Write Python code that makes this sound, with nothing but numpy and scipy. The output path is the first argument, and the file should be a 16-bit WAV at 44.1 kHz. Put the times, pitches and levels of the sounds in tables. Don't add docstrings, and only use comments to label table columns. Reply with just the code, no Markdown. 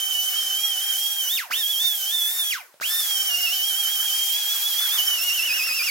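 import sys
import numpy as np
from scipy import signal
from scipy.io import wavfile
from scipy.ndimage import uniform_filter1d

SR = 44100
rng = np.random.default_rng(int(sys.argv[2]) if len(sys.argv) > 2 else 0)


def bounce(signal):
    frames = np.transpose(np.atleast_2d(signal))
    limited = np.clip(frames, -1, 1)
    pcm = np.round(limited * 32767).astype(np.int16)
    wavfile.write(sys.argv[1], SR, pcm)


N = 260190

# time_s, vane_pass_hz
LOADED_SPEED = [(0.0, 3090), (0.11, 3071), (0.161, 2973), (0.281, 3063), (0.33, 2975), (0.375, 3150),
                (0.531, 3055), (0.651, 3272), (0.786, 3006), (0.831, 3174), (0.908, 3175), (0.945, 3053),
                (0.981, 3157), (1.092, 3280), (1.203, 3150), (1.278, 2936), (1.311, 3496), (1.345, 3693),
                (1.362, 3591), (1.551, 3802), (1.587, 3830), (1.644, 3244), (1.707, 3416), (1.75, 3145),
                (1.848, 3630), (1.925, 3377), (2.031, 3050), (2.076, 3124), (2.14, 3590), (2.235, 3393),
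                (2.34, 3640), (2.42, 3578), (2.445, 3340), (2.505, 3364), (2.856, 3603), (2.985, 3608),
                (3.045, 3360), (3.135, 3224), (3.183, 3094), (3.267, 3136), (3.318, 2840), (3.372, 2800),
                (3.393, 2985), (3.41, 2753), (3.445, 2893), (3.49, 2772), (3.56, 3022), (3.7, 3154),
                (4.2, 3170), (4.4, 3293), (4.75, 3312), (4.86, 3420), (4.9, 3330), (4.953, 3578),
                (4.998, 2943), (5.067, 3143), (5.103, 2990), (5.16, 2950), (5.2, 2642), (5.25, 2895),
                (5.285, 2890), (5.35, 2875), (5.6, 2627), (5.8, 2621), (5.9, 2514)]
# air_off_s, air_on_s, coast_time_constant_s, spin_up_time_constant_s
AIR_CUTS = [(1.364, 1.505, .145, .026), (2.506, 2.806, .16, .029)]
# from_s, to_s, swings_per_s, first_depth_hz, last_depth_hz
ROCKING = [(3.448, 4.165, 7.86, 109, 107.7), (4.274, 4.935, 6.95, 80, 99.5),
           (5.28, 5.585, 9.83, 150.6, 251.7), (5.587, 5.784, 10.1, 138, 158.4),
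           (5.782, 5.952, 10.5, 241, 320)]
# time_s, level_db
VANE_LEVEL = [(0, -27.5), (.5, -25.5), (.59, -30), (.65, -21.5), (.7, -27), (1.09, -28), (1.27, -29),
              (1.4, -27.5), (1.56, -28), (1.746, -27.5), (1.9, -23), (1.985, -37.5), (2.03, -30.5),
              (2.27, -23), (2.345, -37), (2.4, -26), (2.94, -28), (2.99, -27.5), (3.08, -34.5), (3.11, -24),
              (3.5, -26.5), (4.36, -27), (4.42, -30.5), (4.51, -24.5), (4.565, -31.5), (4.8, -26.5),
              (4.97, -25.5), (5.01, -20.5), (5.059, -35.5), (5.08, -19.5), (5.19, -30.5), (5.26, -25),
              (5.9, -28.5)]
# time_s, level_db
ROTOR_LEVEL = [(0, -54.5), (.58, -55), (.65, -50.5), (1.1, -56.5), (1.3, -59), (2.5, -59.5), (3.05, -59),
               (3.2, -51.5), (4, -54), (4.8, -55.5), (5.2, -56), (5.9, -59.5)]
# vane_pass_hz, octave_db, half_turn_db, fifth_of_vane_rate_db
LEVEL_BY_SPEED = [(2070, -28.5, -71, -62), (2452, -31, -54, -72), (2792, -32.5, -51, -69),
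                  (3090, -40, -55, -64), (3220, -56, -61.5, -68.5), (3327, -42, -52, -66),
                  (3494, -54, -47, -58.5), (3690, -39, -45, -62.5)]
# multiple_of_vane_pass, level_re_vane_db, coasting_gain_db
SIDE_ORDERS = [(.4, -30.5, -17), (.6, -29.5, 2), (.75, -26, -5), (1.25, -10, -2), (1.75, -19, -8.0),
               (2.251, -26, 3), (2.498, -33, 3), (3, -27.5, 30), (3.499, -30.5, 12), (3.75, -39, 2),
               (4, -29.5, 0), (4.25, -26, 9)]
# frequency_hz, gain_db
HOUSING = [(400, -8.5), (1500, -2), (2500, 0), (4000, -25.5), (5500, 4.5), (6500, 1), (8500, 2.5),
           (12000, 14), (16000, -35)]
# time_s, hiss_db, scrape_db, panel_db
NOISE_LEVELS = [(0.0, -28.5, -33.5, -49.5), (0.3, -30, -33.5, -48.5), (0.6, -31, -33.5, -47),
                (1.04, -27.5, -34, -47), (1.34, -28, -33.5, -45), (1.6, -26.5, -34, -57),
                (2.03, -28.5, -33.5, -52), (2.25, -27, -37, -48), (2.5, -29, -34.5, -47.5),
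                (3.0, -24.5, -31, -41.5), (3.3, -28.5, -32.5, -48.5), (3.65, -28.5, -31.5, -47),
                (4.0, -28, -30, -43), (4.4, -26.5, -29.5, -40.5), (4.9, -26.5, -29.5, -40.5),
                (5.2, -28, -31.5, -41.5), (5.6, -31, -30.5, -40), (5.9, -31, -31, -42.5)]
# frequency_hz, correlation (no unit)
STEREO_LIKENESS = [(100, 0.72), (250, 0.91), (600, 1), (1200, 0.68), (2500, 0.043), (5000, 0.35),
                   (9000, 0.42), (14000, 0.056)]
# frequency_hz, density_db_per_hz
HISS_SPECTRUM = [(3000, -32.5), (7000, -1), (8500, -6), (10000, 0), (12000, -2), (14000, 8.5),
                 (16000, -2.5)]
# frequency_hz, density_db_per_hz
SCRAPE_SPECTRUM = [(1500, -18.5), (2500, 5.5), (3300, 12.5), (4000, 7.5), (5500, 14), (7000, 8.5),
                   (9000, 2.5), (16000, 9.5)]
# frequency_hz, density_db_per_hz
PANEL_SPECTRUM = [(500, -36), (750, -3.5), (1100, 5), (1300, 9.5), (1600, 14), (2100, 13), (3000, -42),
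                  (16000, -53)]
# frequency_hz, density_db_per_hz
RUMBLE_SPECTRUM = [(90, -22), (130, -12.5), (200, -22), (350, 0.5), (550, 3.5), (800, 6), (1500, 3.5),
                   (16000, -54)]
# frequency_hz, density_db_per_hz
ROOM_SPECTRUM = [(59, -43), (100, -40), (438, -2), (564, -14.5), (898, -2), (5750, -6), (15500, -7.5)]
# start_s, mode_peak_db, pitch_hz, t60_s
VALVE_KNOCKS = [(1.502, -35, 723.4, 0.042), (2.741, -43.5, 573, 0.027), (2.8, -32.5, 1493, 0.015),
                (2.811, -32.5, 650, 0.024)]

ROCK_FADE_S = 0.0152
TONE_HOLD_S, TONE_FADE_DB_PER_S, TONE_RETURN_S = 0.029, 316, 0.0049
OCTAVE_LAG_DB_PER_S, OCTAVE_RETURN_S, OCTAVE_COAST_DROP_DB = 73, 0.087, 6
UNDERTONE_DROP_DB, UNDERTONE_RETURN_S = 45, .014
HALF_SWELL_DB_PER_S, HALF_SETTLE_S = 35, .25
RUMBLE_DB, ROOM_TONE_DB = -55.5, -59
ECHO_DB, ECHO_T60_S, ECHO_DELAY_S, WALL_CUT_HZ = -8, .2, .006, 10000
BASS_CUT_HZ, TOP_CUT_HZ = 125, 15900
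OPPOSED = np.array([[1], [-1]])
TIME_S = np.arange(N) / SR


def from_db(db):
    return 10 ** (np.asarray(db) / 20)


def rms_one(x):
    return x / np.sqrt(np.mean(x ** 2) + 1e-20)


def in_time(table):
    time_s, *columns = np.transpose(table)
    return [np.interp(TIME_S, time_s, column) for column in columns]


def at_hz(points, hz):
    point_hz, db = np.transpose(points)
    return np.interp(np.log(hz), np.log(point_hz), db)


def drift(rate_hz):
    pole = np.exp(-2 * np.pi * rate_hz * 20 / SR)
    noise = rng.standard_normal(N // 20 + 2002)
    slow = signal.lfilter([1], [1, -2 * pole, pole ** 2], noise)[2000:]
    return np.interp(np.arange(N) / 20, np.arange(len(slow)), rms_one(slow))


def smooth_curve(rows):
    time_s, value = np.transpose(rows)
    step = np.diff(value) / np.diff(time_s)
    product = step[:-1] * step[1:]
    harmonic_mean = 2 * product / (step[:-1] + step[1:] + 1e-9)
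    slope = np.r_[step[0], np.where(product > 0, harmonic_mean, 0), step[-1]]
    i = np.clip(np.searchsorted(time_s, TIME_S) - 1, 0, len(time_s) - 2)
    width_s = time_s[i + 1] - time_s[i]
    u = np.clip((TIME_S - time_s[i]) / width_s, 0, 1)
    ends = value[i] + (value[i + 1] - value[i]) * u * u * (3 - 2 * u)
    return ends + width_s * u * (1 - u) * (slope[i] * (1 - u) - slope[i + 1] * u)


def air_off_s(recover_s):
    out = 0
    for off_s, on_s, _, _ in AIR_CUTS:
        since_s = np.clip(TIME_S - off_s, 0, on_s - off_s)
        out = out + since_s * np.exp(-np.maximum(TIME_S - on_s, 0) / recover_s)
    return out


def rocking():
    out = 0
    for from_s, to_s, swings_per_s, first_hz, last_hz in ROCKING:
        spell = np.clip(np.minimum(TIME_S - from_s, to_s - TIME_S) / ROCK_FADE_S, 0, 1)
        depth_hz = np.interp(TIME_S, [from_s, to_s], [first_hz, last_hz])
        out = out - depth_hz * spell * np.sin(2 * np.pi * swings_per_s * (TIME_S - from_s))
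    return out


def vane_rate():
    hz = smooth_curve(LOADED_SPEED) + rocking()
    for off_s, on_s, coast_s, spin_up_s in AIR_CUTS:
        since_s = np.clip(TIME_S - off_s, 0, on_s - off_s)
        coasting = (1 + since_s / coast_s) ** -3
        missing = (1 - coasting) * np.exp(-np.maximum(TIME_S - on_s, 0) / spin_up_s)
        hz = hz * (1 - missing)
    return hz


def tone_levels(hz):
    speed_hz, *columns = np.transpose(LEVEL_BY_SPEED)
    octave_db, half_db, fifth_db = [np.interp(hz, speed_hz, column) for column in columns]
    off_s = air_off_s(TONE_RETURN_S)
    fade_db = TONE_FADE_DB_PER_S * np.maximum(off_s - TONE_HOLD_S, 0)
    drop_db = UNDERTONE_DROP_DB * np.minimum(air_off_s(UNDERTONE_RETURN_S) / TONE_HOLD_S, 1)
    late_db = OCTAVE_LAG_DB_PER_S * (air_off_s(OCTAVE_RETURN_S) - off_s)
    late_db += OCTAVE_COAST_DROP_DB * np.minimum(off_s / TONE_HOLD_S, 1)
    half_db = half_db + HALF_SWELL_DB_PER_S * air_off_s(HALF_SETTLE_S) - drop_db
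    vane_db = in_time(VANE_LEVEL)[0] - fade_db
    rotor_db = in_time(ROTOR_LEVEL)[0] - drop_db
    return vane_db, octave_db - fade_db - late_db, half_db, rotor_db, fifth_db - drop_db


def motor(waver, flutter_db, side_flutter_db):
    hz = vane_rate() * (1 + waver * drift(38.2))
    vane_db, octave_db, half_db, rotor_db, fifth_db = tone_levels(hz)
    phase = 2 * np.pi * np.cumsum(hz) / SR
    # multiple, level_db, left_minus_right_db, mean_port_lag_rad
    orders = [(1, vane_db, -4.0, 1.13), (2, octave_db, -0.5, 0.86), (.5, half_db, 2.0, 1.12),
              (1.5, 1.467 * half_db + 24.0, 1.0, 0.82),
              (.25, rotor_db, -2.5, 0.052), (.2, fifth_db, 1.0, 0.077)]
    drive_db = uniform_filter1d(vane_db, size=1500)
    coasting = np.minimum(air_off_s(0.0036) / 0.058, 1)
    for multiple, relative_db, coast_db in SIDE_ORDERS:
        level_db = drive_db + relative_db + coast_db * coasting
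        level_db = level_db + at_hz(HOUSING, multiple * hz) + side_flutter_db * drift(24)
        orders.append((multiple, level_db, -.8, .8))
    out = np.zeros((2, N))
    for multiple, level_db, pan_db, mean_lag_rad in orders:
        lag_rad = mean_lag_rad * (1 + 0.45 * drift(9.9))
        blur_rad = .3 * multiple * drift(50)
        start_rad = rng.uniform(0, 2 * np.pi)
        tone = np.sin(multiple * phase + blur_rad + start_rad + lag_rad * OPPOSED / 2)
        gain = from_db(level_db + flutter_db * drift(42) + pan_db * OPPOSED / 2)
        out += np.sqrt(2) * gain * tone
    return out


def banded_noise(spectrum, patchy_db, grit_db=0.):
    out, together = 0, drift(6)
    edges_hz = 90 * 2 ** (np.arange(24) / 3)
    spikes_db = grit_db * np.minimum(rng.exponential(1, N), 4)
    white = rng.standard_normal((2, 2, N)) * from_db(spikes_db)
    for k, (low_hz, high_hz) in enumerate(zip(edges_hz, edges_hz[1:])):
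        centre_hz = np.sqrt(low_hz * high_hz)
        band = signal.butter(2, [low_hz, high_hz], "band", fs=SR, output="sos")
        mid, side = signal.sosfilt(band, white[k % 2])
        alike = np.clip(at_hz(STEREO_LIKENESS, centre_hz), -1, 1)
        flicker = 0.54 * together + drift(20.0) + 0.8 * drift(2.06)
        gain = from_db(at_hz(spectrum, centre_hz) + patchy_db * flicker)
        out = out + gain * (np.sqrt(1 + alike) * mid + np.sqrt(1 - alike) * side * OPPOSED)
    return rms_one(out)


def exhaust_hiss(level_db):
    level_db = level_db - 190 * air_off_s(0.019)
    return from_db(level_db - .7 * OPPOSED) * banded_noise(HISS_SPECTRUM, patchy_db=1.3, grit_db=2.4)


def disc_scrape(level_db):
    level_db = level_db - 160 * air_off_s(0.0019)
    return from_db(level_db - .3 * OPPOSED) * banded_noise(SCRAPE_SPECTRUM, patchy_db=1.4, grit_db=2.6)


def panel_ring(level_db):
    level_db = level_db - 110 * air_off_s(0.0016)
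    return from_db(level_db + .3 * OPPOSED) * banded_noise(PANEL_SPECTRUM, patchy_db=3.0, grit_db=1.8)


def rumble():
    level_db = RUMBLE_DB - 70 * air_off_s(0.0054)
    return from_db(level_db) * banded_noise(RUMBLE_SPECTRUM, patchy_db=2.5, grit_db=3)


def room_tone():
    return from_db(ROOM_TONE_DB) * banded_noise(ROOM_SPECTRUM, patchy_db=.6)


def garage(x):
    t = np.arange(SR // 2) / SR
    pole = np.exp(-2 * np.pi * WALL_CUT_HZ / SR)
    decay = from_db(-60 * t / ECHO_T60_S) * (t > ECHO_DELAY_S)
    tail = signal.lfilter([1], [1, -pole], rng.standard_normal((2, len(t))) * decay)
    unit_energy = rms_one(tail) / np.sqrt(len(t))
    return signal.fftconvolve(x[None], unit_energy, axes=1)[:, :N]


def slow_glide(start_hz, fall_s, start_db, fade_db_per_s):
    out = np.zeros(N)
    for off_s, on_s, _, _ in AIR_CUTS:
        since_s = np.clip(TIME_S - off_s, 0, on_s - off_s)
        cycles = start_hz * fall_s * (1 - np.exp(-since_s / fall_s))
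        swell = np.clip(since_s / 0.039, 0, 1) ** 2 * (TIME_S < on_s)
        level_db = start_db - fade_db_per_s * since_s + 2.0 * drift(30)
        out += swell * from_db(level_db) * np.sin(2 * np.pi * cycles)
    return out


def trigger():
    out = np.zeros(N)
    puff = rms_one(signal.lfilter([1], [1, -1.5, .6], rng.standard_normal(N)))
    for start_s, peak_db, pitch_hz, t60_s in VALVE_KNOCKS:
        t = TIME_S - start_s
        decay = (t > 0) * from_db(peak_db - 60 * np.abs(t) / t60_s)
        out += decay * (np.sin(2 * np.pi * pitch_hz * t) + 0.37 * puff)
    return out


def scene():
    hiss_db, scrape_db, panel_db = in_time(NOISE_LEVELS)
    tool = motor(waver=.003, flutter_db=2.0, side_flutter_db=3.0)
    tool = tool + slow_glide(start_hz=5100, fall_s=.122, start_db=-37, fade_db_per_s=130)
    tool = tool + trigger()
    echoes = from_db(ECHO_DB) * garage(tool.mean(axis=0))
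    noises = exhaust_hiss(hiss_db) + disc_scrape(scrape_db) + panel_ring(panel_db) + rumble()
    return tool + echoes + noises + room_tone()


def record(dry):
    bass_cut = signal.butter(4, BASS_CUT_HZ, "high", fs=SR, output="sos")
    top_cut = signal.ellip(12, .5, 70, TOP_CUT_HZ, fs=SR, output="sos")
    return signal.sosfilt(top_cut, signal.sosfilt(bass_cut, dry))


dry = scene()
out = record(dry)
bounce(out)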